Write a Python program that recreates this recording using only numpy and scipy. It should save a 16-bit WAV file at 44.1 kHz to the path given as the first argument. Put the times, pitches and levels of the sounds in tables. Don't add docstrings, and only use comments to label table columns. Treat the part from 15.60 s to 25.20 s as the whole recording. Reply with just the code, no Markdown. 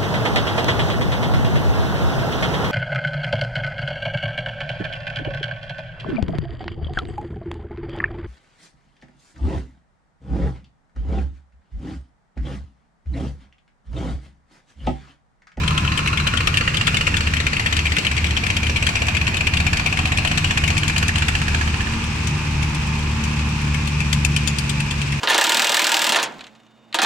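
import sys
import numpy as np
from scipy import signal
from scipy.fft import rfft, irfft
from scipy.io import wavfile
from scipy.ndimage import uniform_filter1d

SR = 44100
rng = np.random.default_rng(int(sys.argv[2]) if len(sys.argv) > 2 else 0)


def log_audio(samples):
    frames = np.atleast_2d(samples).T
    limited = np.clip(frames, -1, 1)
    pcm = np.round(limited * 32767).astype(np.int16)
    wavfile.write(sys.argv[1], SR, pcm)


N = 423360
T = np.arange(N) / SR


def amp(db):
    return 10 ** (np.asarray(db) / 20)


def unit(x):
    return x / np.sqrt(np.mean(x ** 2) + 1e-20)


def at(table, time_s):
    times, *columns = np.transpose(table)
    return [np.interp(time_s, times, column) for column in columns]


def spectrum_db(table, hz):
    table_hz, db = np.transpose(table)
    return np.interp(np.log(hz + 1), np.log(table_hz), db)


def bump(hz, centre_hz, width_oct):
    return np.exp(-(np.log2((hz + 1) / centre_hz) / width_oct) ** 2)


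def colour(x, table):
    return irfft(rfft(x) * amp(spectrum_db(table, np.fft.rfftfreq(N, 1 / SR))), N)


def resonate(x, hz, width_hz):
    carrier = np.exp(2j * np.pi * np.cumsum(hz) / SR)
    pole = np.exp(-np.pi * width_hz / SR)
    return (carrier * signal.lfilter([(1 - pole) ** 2], [1, -2 * pole, pole * pole], x / carrier)).real


def drift(rate_hz):
    hz = np.fft.rfftfreq(N, 1 / SR)
    return unit(irfft(rfft(rng.standard_normal(N)) / (1 + (hz / rate_hz) ** 4), N))


def stereo_noise(correlation, size=N, repeated=0):
    left, other = repeated + rng.standard_normal((2, size))
    return np.array([left, correlation * left + np.sqrt(1 - correlation ** 2) * other])


def delay_left(pair):
    return np.array([np.roll(pair[0], 17), pair[1]])


def add(mix, start_s, sound):
    part = mix[:, max(round(start_s * SR), 0):][:, :sound.shape[-1]]
    part += sound[..., :part.shape[1]]


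def firing_cycles(rate_table, first_s):
    cycles = np.cumsum(at(rate_table, T)[0]) / SR
    return cycles - np.interp(first_s, T, cycles)


def firing_times(rate_table, first_s):
    cycles = firing_cycles(rate_table, first_s)
    return np.interp(np.arange(np.ceil(cycles[-1])), cycles, T)


# (frequency [Hz], relative density [dB])
RUMBLE_SPECTRUM = [(15, -32), (28, -17), (45, -1), (70, 6.5), (110, 7), (170, 4), (240, -5), (330, -9.5),
                   (450, -20), (650, -45), (1200, -14), (3000, -74)]
# (time [s], level [dB])
RUMBLE_LEVEL = [(0, -23), (.5, -24.5), (2, -27), (3.5, -26.5), (5.5, -26), (6.6, -26.5), (8, -26.5),
                (9.6, -27.5)]


def rumble():
    return amp(at(RUMBLE_LEVEL, T)[0]) * unit(colour(stereo_noise(0.99), RUMBLE_SPECTRUM))


# (frequency [Hz], relative density [dB])
WASH_SPECTRUM = [(100, -2.5), (400, -5), (680, -9.5), (900, -11), (1400, -4.5), (1950, -5), (2460, 2.5),
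                 (3100, -4), (4000, -6.5), (5500, -7.5), (7800, -12), (9200, -18), (10500, -31.5),
                 (15000, -41.5)]
# (time [s], level [dB], left minus right [dB])
WASH_LEVEL = [(0, -29.5, -5), (1, -29, -1.5), (2, -29, -4), (3, -28.5, -5.5), (4, -29, -7.5),
              (5, -28, -2.5), (6, -27.5, 0), (7, -28, -3), (8, -28.5, -2), (9.6, -28, -2)]


def wash():
    level_db, side_db = at(WASH_LEVEL, T)
    flutter_db = 0.6 * drift(60) + 0.16 * drift(4.7) + 0.85 * np.array([drift(130), drift(120)])
    water = unit(colour(stereo_noise(0.059) * amp(flutter_db), WASH_SPECTRUM))
    casings = amp(-9) * unit(resonate(stereo_noise(0.99), np.full(N, 2480), width_hz=350))
    return delay_left(water + casings) * amp([level_db + side_db / 2, level_db - side_db / 2])


# (time [s], level [dB], resonance shift [ratio])
CASING_RASP_PATH = [(0, -32, 0.94), (.4, -29.5, 0.98), (1, -36, 1.04), (1.5, -36, 1.33), (2.2, -41, 1.16),
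                    (3, -58, 1.6)]
# (unshifted frequency [Hz], width before broadening [Hz], relative gain [dB])
CASING_RASP_MODES = [(1103, 76, 7.5), (1326, 210, -0.5), (1750, 110, -2), (2660, 92, 0), (4200, 200, -4)]


def casing_rasp():
    level_db, shift = at(CASING_RASP_PATH, T)
    drive = stereo_noise(0.28) * amp(2 * drift(60))
    casing = sum(amp(db) * resonate(drive, hz * shift, 1.7 * width) for hz, width, db in CASING_RASP_MODES)
    return delay_left(amp(level_db) * unit(casing))


# (time [s], rate [Hz])
LAUNCH_RATE = [(0, 74.35), (1.7, 74.9), (3.5, 75.2), (5.5, 75.27), (6.6, 75), (7.4, 74.4), (8.4, 73.5),
               (9, 72.4), (9.6, 71)]
# (time [s], fundamental [dB], 2nd harmonic [dB], 3rd harmonic [dB])
LAUNCH_TONES = [(0, -24.5, -27, -45.5), (1.2, -31, -35.5, -41.5), (2.2, -27.5, -35, -44),
                (3, -26.5, -44.5, -40), (4, -28.5, -37, -40.5), (5, -28.5, -28, -37),
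                (5.9, -22.5, -32, -38), (6.35, -28, -38, -32.5), (6.75, -27, -25.5, -36.5),
                (7.5, -25.5, -28.5, -31.5), (8.6, -22.5, -23, -34), (9.1, -27.5, -24, -32),
                (9.6, -33, -23, -37)]
# (multiple of firing rate [ratio], rms level [dB])
LAUNCH_WEAK_ORDERS = [(.5, -42), (1.5, -37.5), (2.5, -44), (3.5, -49), (4, -44), (4.5, -52.5), (5, -53.5),
                      (6, -56), (12, -49.5), (13, -53.5), (14, -51.5), (15, -56.5), (16, -50)]
# (frequency [Hz], relative density [dB])
RASP_SPECTRUM = [(300, -28), (700, -20), (800, -1), (880, 1.5), (1000, 0.5), (1120, -1), (1300, -8.5),
                 (2000, -15), (4000, -54)]
# (time [s], level [dB])
RASP_LEVEL = [(0, -48), (4, -42.5), (5.5, -39.5), (6.5, -37.5), (7.7, -36), (8.6, -40), (9.6, -40.5)]


def launch():
    cycles = firing_cycles(LAUNCH_RATE, first_s=0.01) + 0.016 * drift(3)
    rasp_db = at(RASP_LEVEL, T)[0]
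    drone = -sum(amp(db + 1.27 * drift(6.6)) * np.cos(2 * np.pi * order * cycles)
                 for order, db in enumerate(at(LAUNCH_TONES, T), 1))
    weak_orders = sum(amp(db + 3.7 * drift(3)) * np.cos(2 * np.pi * (order * cycles + rng.random()))
                      for order, db in LAUNCH_WEAK_ORDERS)
    drone += amp(0.75 * (rasp_db - rasp_db.max())) * weak_orders
    puffs = stereo_noise(0.41) * (0.5 + np.exp(-(cycles % 1) / 0.41))
    return np.sqrt(2) * drone + amp(rasp_db) * unit(colour(puffs, RASP_SPECTRUM))


# (frequency [Hz], relative level [dB], t60 [s])
EXHAUST_MODES = [(30.8, -7, 0.33), (92.2, 3, 0.21), (107, -11, 0.079), (124, -4, 0.099), (158, -9.5, 0.053),
                 (233, -17.5, 0.096), (310, -34, 0.014)]


def exhaust_thump(size=8192):
    t = np.arange(size) / SR
    rings = np.zeros(size)
    for hz, db, t60_s in EXHAUST_MODES:
        envelope = amp(db + 0.66 * rng.normal() - 60 * t / t60_s)
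        rings += envelope * np.sin(2 * np.pi * hz * (1 + 0.02 * rng.normal()) * t)
    return signal.sosfilt(signal.butter(2, 26, "high", fs=SR, output="sos"), rings)


KNOCK_SAMPLES = 4096
KNOCK_BINS_HZ = np.fft.rfftfreq(KNOCK_SAMPLES, 1 / SR)


def knock(ring_db, signature, decay_s, echo_db, rattle_db, correlation):
    t = np.arange(KNOCK_SAMPLES) / SR
    bins = len(KNOCK_BINS_HZ)
    attack = 1 - np.exp(-t / 0.0013)
    blow = attack * (np.exp(-t / decay_s) + amp(echo_db) * np.exp(-t / 0.0084))
    rattle = amp(rattle_db) * signal.windows.tukey(KNOCK_SAMPLES, 0.5)
    burst = stereo_noise(correlation, KNOCK_SAMPLES, signature) * (blow + rattle)
    ripple_db = 2.8 * unit(uniform_filter1d(uniform_filter1d(rng.standard_normal(bins), 24), 24))
    log_gain = np.log(amp(ring_db + ripple_db))
    mirrored = np.concatenate([log_gain, log_gain[..., -2:0:-1]], -1)
    minimum_phase = np.exp(np.conj(signal.hilbert(mirrored)))[..., :bins]
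    sound = irfft(rfft(burst) * minimum_phase)
    return delay_left(sound) / np.sqrt(np.sum(sound ** 2) / (2 * 0.012 * SR))


# (time [s], rate [Hz])
SLOW_FIRING_RATE = [(0, 10.093), (5.7, 9.889), (6.4, 8.67), (8.35, 7.661), (8.8, 8.967), (9.3, 9.381)]
# (frequency [Hz], relative gain [dB])
SLOW_SPECTRUM = [(150, -62), (400, -12.5), (1000, -22), (1450, -4), (2000, -4), (2900, 6), (3800, -3),
                 (5300, -8.5), (7600, -10), (9000, -10), (10200, -20.5), (15000, -33)]
# (frequency [Hz], width [oct], gain [dB])
SLOW_METAL_MODES = [(1752, 0.019, 8.5), (2176, 0.019, 10), (2397, 0.024, 7.5), (2880, 0.032, -15),
                    (3140, .05, -1.5), (4850, 0.1, 0), (5820, 0.026, 4.5), (7100, 0.071, 3)]
# (time [s], relative level [dB], treble gain [dB], ring centre [Hz])
SLOW_THROTTLE = [(0, -13, -4.5, 2300), (1.3, -10.5, -3.5, 2900), (2, -15, -5.5, 2350), (3.9, -15, -3, 2440),
                 (5.72, -14.5, 7.5, 2720), (5.76, -37.5, 6, 2650), (8.12, -30, 8.5, 2600),
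                 (8.4, -15.5, -3.5, 2380), (8.65, -10, 9.5, 2290), (8.88, -13.5, 12, 3350),
                 (9.2, -17, 2.5, 2930), (9.6, -21.5, 6, 2500)]
# (time [s], level offset [dB])
SLOW_UNEVEN = [(.276, -3), (.87, 0.5), (.97, 1.5), (1.07, -25), (1.17, -3), (1.269, 1), (1.666, -8.5),
               (2.366, 3.5), (2.467, 5), (2.664, -6.5), (3.267, 6), (3.466, -5.5), (3.869, 2), (3.969, 1.5),
               (4.069, 0.5), (4.472, -6.5), (4.875, -14), (5.581, -2.5), (6.439, 9.5), (6.669, 16),
               (7.026, 14), (7.146, 6), (7.639, 8), (8.147, 9.5)]


def slow_engine():
    out, hz = np.zeros((2, N)), KNOCK_BINS_HZ
    signature = 0.55 * rng.standard_normal((2, KNOCK_SAMPLES))
    metal_db = spectrum_db(SLOW_SPECTRUM, hz)
    metal_db += sum(db * bump(hz, mode_hz, width_oct) for mode_hz, width_oct, db in SLOW_METAL_MODES)
    times = firing_times(SLOW_FIRING_RATE, first_s=0.0767)
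    levels_db, trebles_db, rings_hz = at(SLOW_THROTTLE, times)
    for time_s, offset_db in SLOW_UNEVEN:
        levels_db[np.argmin(abs(times - time_s))] += offset_db
    for time_s, level_db, treble_db, ring_hz in zip(times, levels_db, trebles_db, rings_hz):
        force_db, edge_db, ring_oct, length_oct = rng.normal(scale=[0.86, 3, 0.22, 0.29])
        level_db += force_db
        shelf_db = (treble_db + edge_db) / (1 + (3900 / (hz + 1)) ** 6)
        lift_db = 5 * bump(hz, ring_hz * 2 ** ring_oct, width_oct=0.23)
        sound = knock(metal_db + shelf_db + lift_db, signature, decay_s=0.0057 * 2 ** length_oct,
                      echo_db=-3, rattle_db=-29.5, correlation=0.62)
        add(out, time_s - 0.0003, sound * amp([[level_db - 2], [level_db - 7]]))
        add(out, time_s - 0.0035, amp(level_db - 20) * exhaust_thump())
    return out


def hull_boom(time_s, hz=76.2, t60_s=0.65):
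    t = np.arange(16384) / SR
    abreast = np.exp(-((time_s - 2.3) / 1.5) ** 2)
    return abreast * amp(-30 - 60 * t / t60_s) * np.sin(2 * np.pi * hz * t)


# (frequency [Hz], relative level [dB], t60 [s])
HOOT_MODES = [(715, -8, 0.18), (761, -4.5, 0.2)]
# (time [s], gain [dB])
HOOT_GAIN = [(1.5, -46), (2.4, -31.5), (3.5, -34), (4.45, -21), (5.1, -34), (6, -32), (6.4, -42)]


def pipe_hoot(time_s):
    t = np.arange(8192) / SR
    attack = 1 - np.exp(-t / 0.0037)
    rings = sum(amp(db - 60 * t / t60_s) * np.sin(2 * np.pi * hz * t + 0.31 * rng.normal())
                for hz, db, t60_s in HOOT_MODES)
    return amp(at(HOOT_GAIN, time_s)[0]) * amp([[-9], [0]]) * attack * rings


# (time [s], rate [Hz])
FAST_FIRING_RATE = [(0, 13.916), (1.7, 15.412), (2.5, 15.473), (6.4, 15.398)]
# (frequency [Hz], relative gain [dB])
FAST_SPECTRUM = [(150, -25), (350, -5.5), (560, -11), (770, -2.5), (1000, -2), (1700, 2), (2700, 6),
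                 (3500, -0.5), (4400, 0), (5200, -10.5), (7500, -7.5), (9000, -18), (10200, -21.5),
                 (15000, -35.5)]
# (time [s], level [dB])
FAST_LEVEL = [(0, -22), (1.2, -14.5), (2.8, -16.5), (4.8, -14), (5.65, -16), (5.95, -17), (6.4, -28)]
# (time [s], reflection peak [Hz], reflection dip [Hz], left minus right [dB],
# relative thump level [dB])
FAST_PATH = [(0, 1250, 700, -1, 0), (.9, 1560, 915, -1.5, -8), (1.5, 1700, 970, 1, -2),
             (2, 2020, 1070, 2.5, -11), (2.6, 2220, 1250, 3.5, -11), (3.3, 2320, 1430, 3, -9.5),
             (4, 2440, 1500, 4, -1), (5, 2400, 1720, 3, -2), (5.9, 2200, 1940, 2.5, -2.5),
             (6.4, 2540, 1890, -1.5, -6)]
# (frequency [Hz], width [oct], peak time [s], 1/e half-span [s], left gain [dB], right gain [dB])
FAST_BEAMS = [(510, 0.36, 1.06, 1.1, 15, 14), (483, 0.27, 3.24, 0.92, 4, 11), (724, 0.14, 4.9, 4, 0, 12),
              (636, 0.16, 3.8, 1.7, 12, 7), (1282, 0.22, 0.63, 1.25, 16, 2.5),
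              (2800, 0.18, 1.2, 0.73, -0.5, 7), (1560, 0.57, 8.55, 4.1, -3.5, 14.5),
              (4480, 0.063, 1.9, 1.4, 2.5, 10), (5570, 0.1, 3.1, 0.79, 4.5, 16),
              (4000, 0.044, 0.53, 0.4, 15.5, -6), (1146, 0.1, 4, 1.54, 10.5, -18)]


def fast_engine(gone_s=6.4):
    out, hz = np.zeros((2, N)), KNOCK_BINS_HZ
    signature = 1.48 * rng.standard_normal((2, KNOCK_SAMPLES))
    metal_db = spectrum_db(FAST_SPECTRUM, hz)
    times = firing_times(FAST_FIRING_RATE, first_s=0.0347)
    for time_s in times[times < gone_s]:
        peak_hz, dip_hz, side_db, thump_db = at(FAST_PATH, time_s)
        water_db = np.outer([1, 0.15], 7 * bump(hz, peak_hz, 0.2) - 8 * bump(hz, dip_hz, 0.4))
        ring_db = metal_db + water_db
        for beam_hz, width_oct, peak_s, span_s, *gains_db in FAST_BEAMS:
            facing = np.exp(-((time_s - peak_s) / span_s) ** 2)
            ring_db += facing * np.outer(gains_db, bump(hz, beam_hz, width_oct))
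        sound = knock(ring_db, signature, decay_s=0.0053, echo_db=-3.5, rattle_db=-18, correlation=0.66)
        level_db = at(FAST_LEVEL, time_s)[0] + 0.89 * rng.normal()
        add(out, time_s - 0.0005, sound * amp([[level_db], [level_db - side_db]]))
        add(out, time_s - 0.0045, amp(thump_db - 20) * exhaust_thump())
        add(out, time_s - 0.0075, hull_boom(time_s))
        add(out, time_s, pipe_hoot(time_s))
    return out


def scene():
    return fast_engine() + slow_engine() + casing_rasp() + launch() + rumble() + wash()


# (frequency [Hz], gain [dB])
RIGHT_SHADE = [(300, -0.65), (700, 0.5), (1000, 0), (1270, -3), (1700, 3), (2300, -2.5), (2750, 0.5),
               (3700, -9), (5600, -8), (6700, -15), (8200, -16.5), (9500, -21), (11000, 7), (15000, -5)]


def record(dry):
    shaded = [dry[0], colour(dry[1], RIGHT_SHADE)]
    low_cut = signal.butter(2, 18, "high", fs=SR, output="sos")
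    band_limit = signal.firwin(511, 15300, window=("kaiser", 9), fs=SR)
    return signal.oaconvolve(signal.sosfilt(low_cut, shaded), band_limit[None], "same")


dry = scene()
out = record(dry)
log_audio(out)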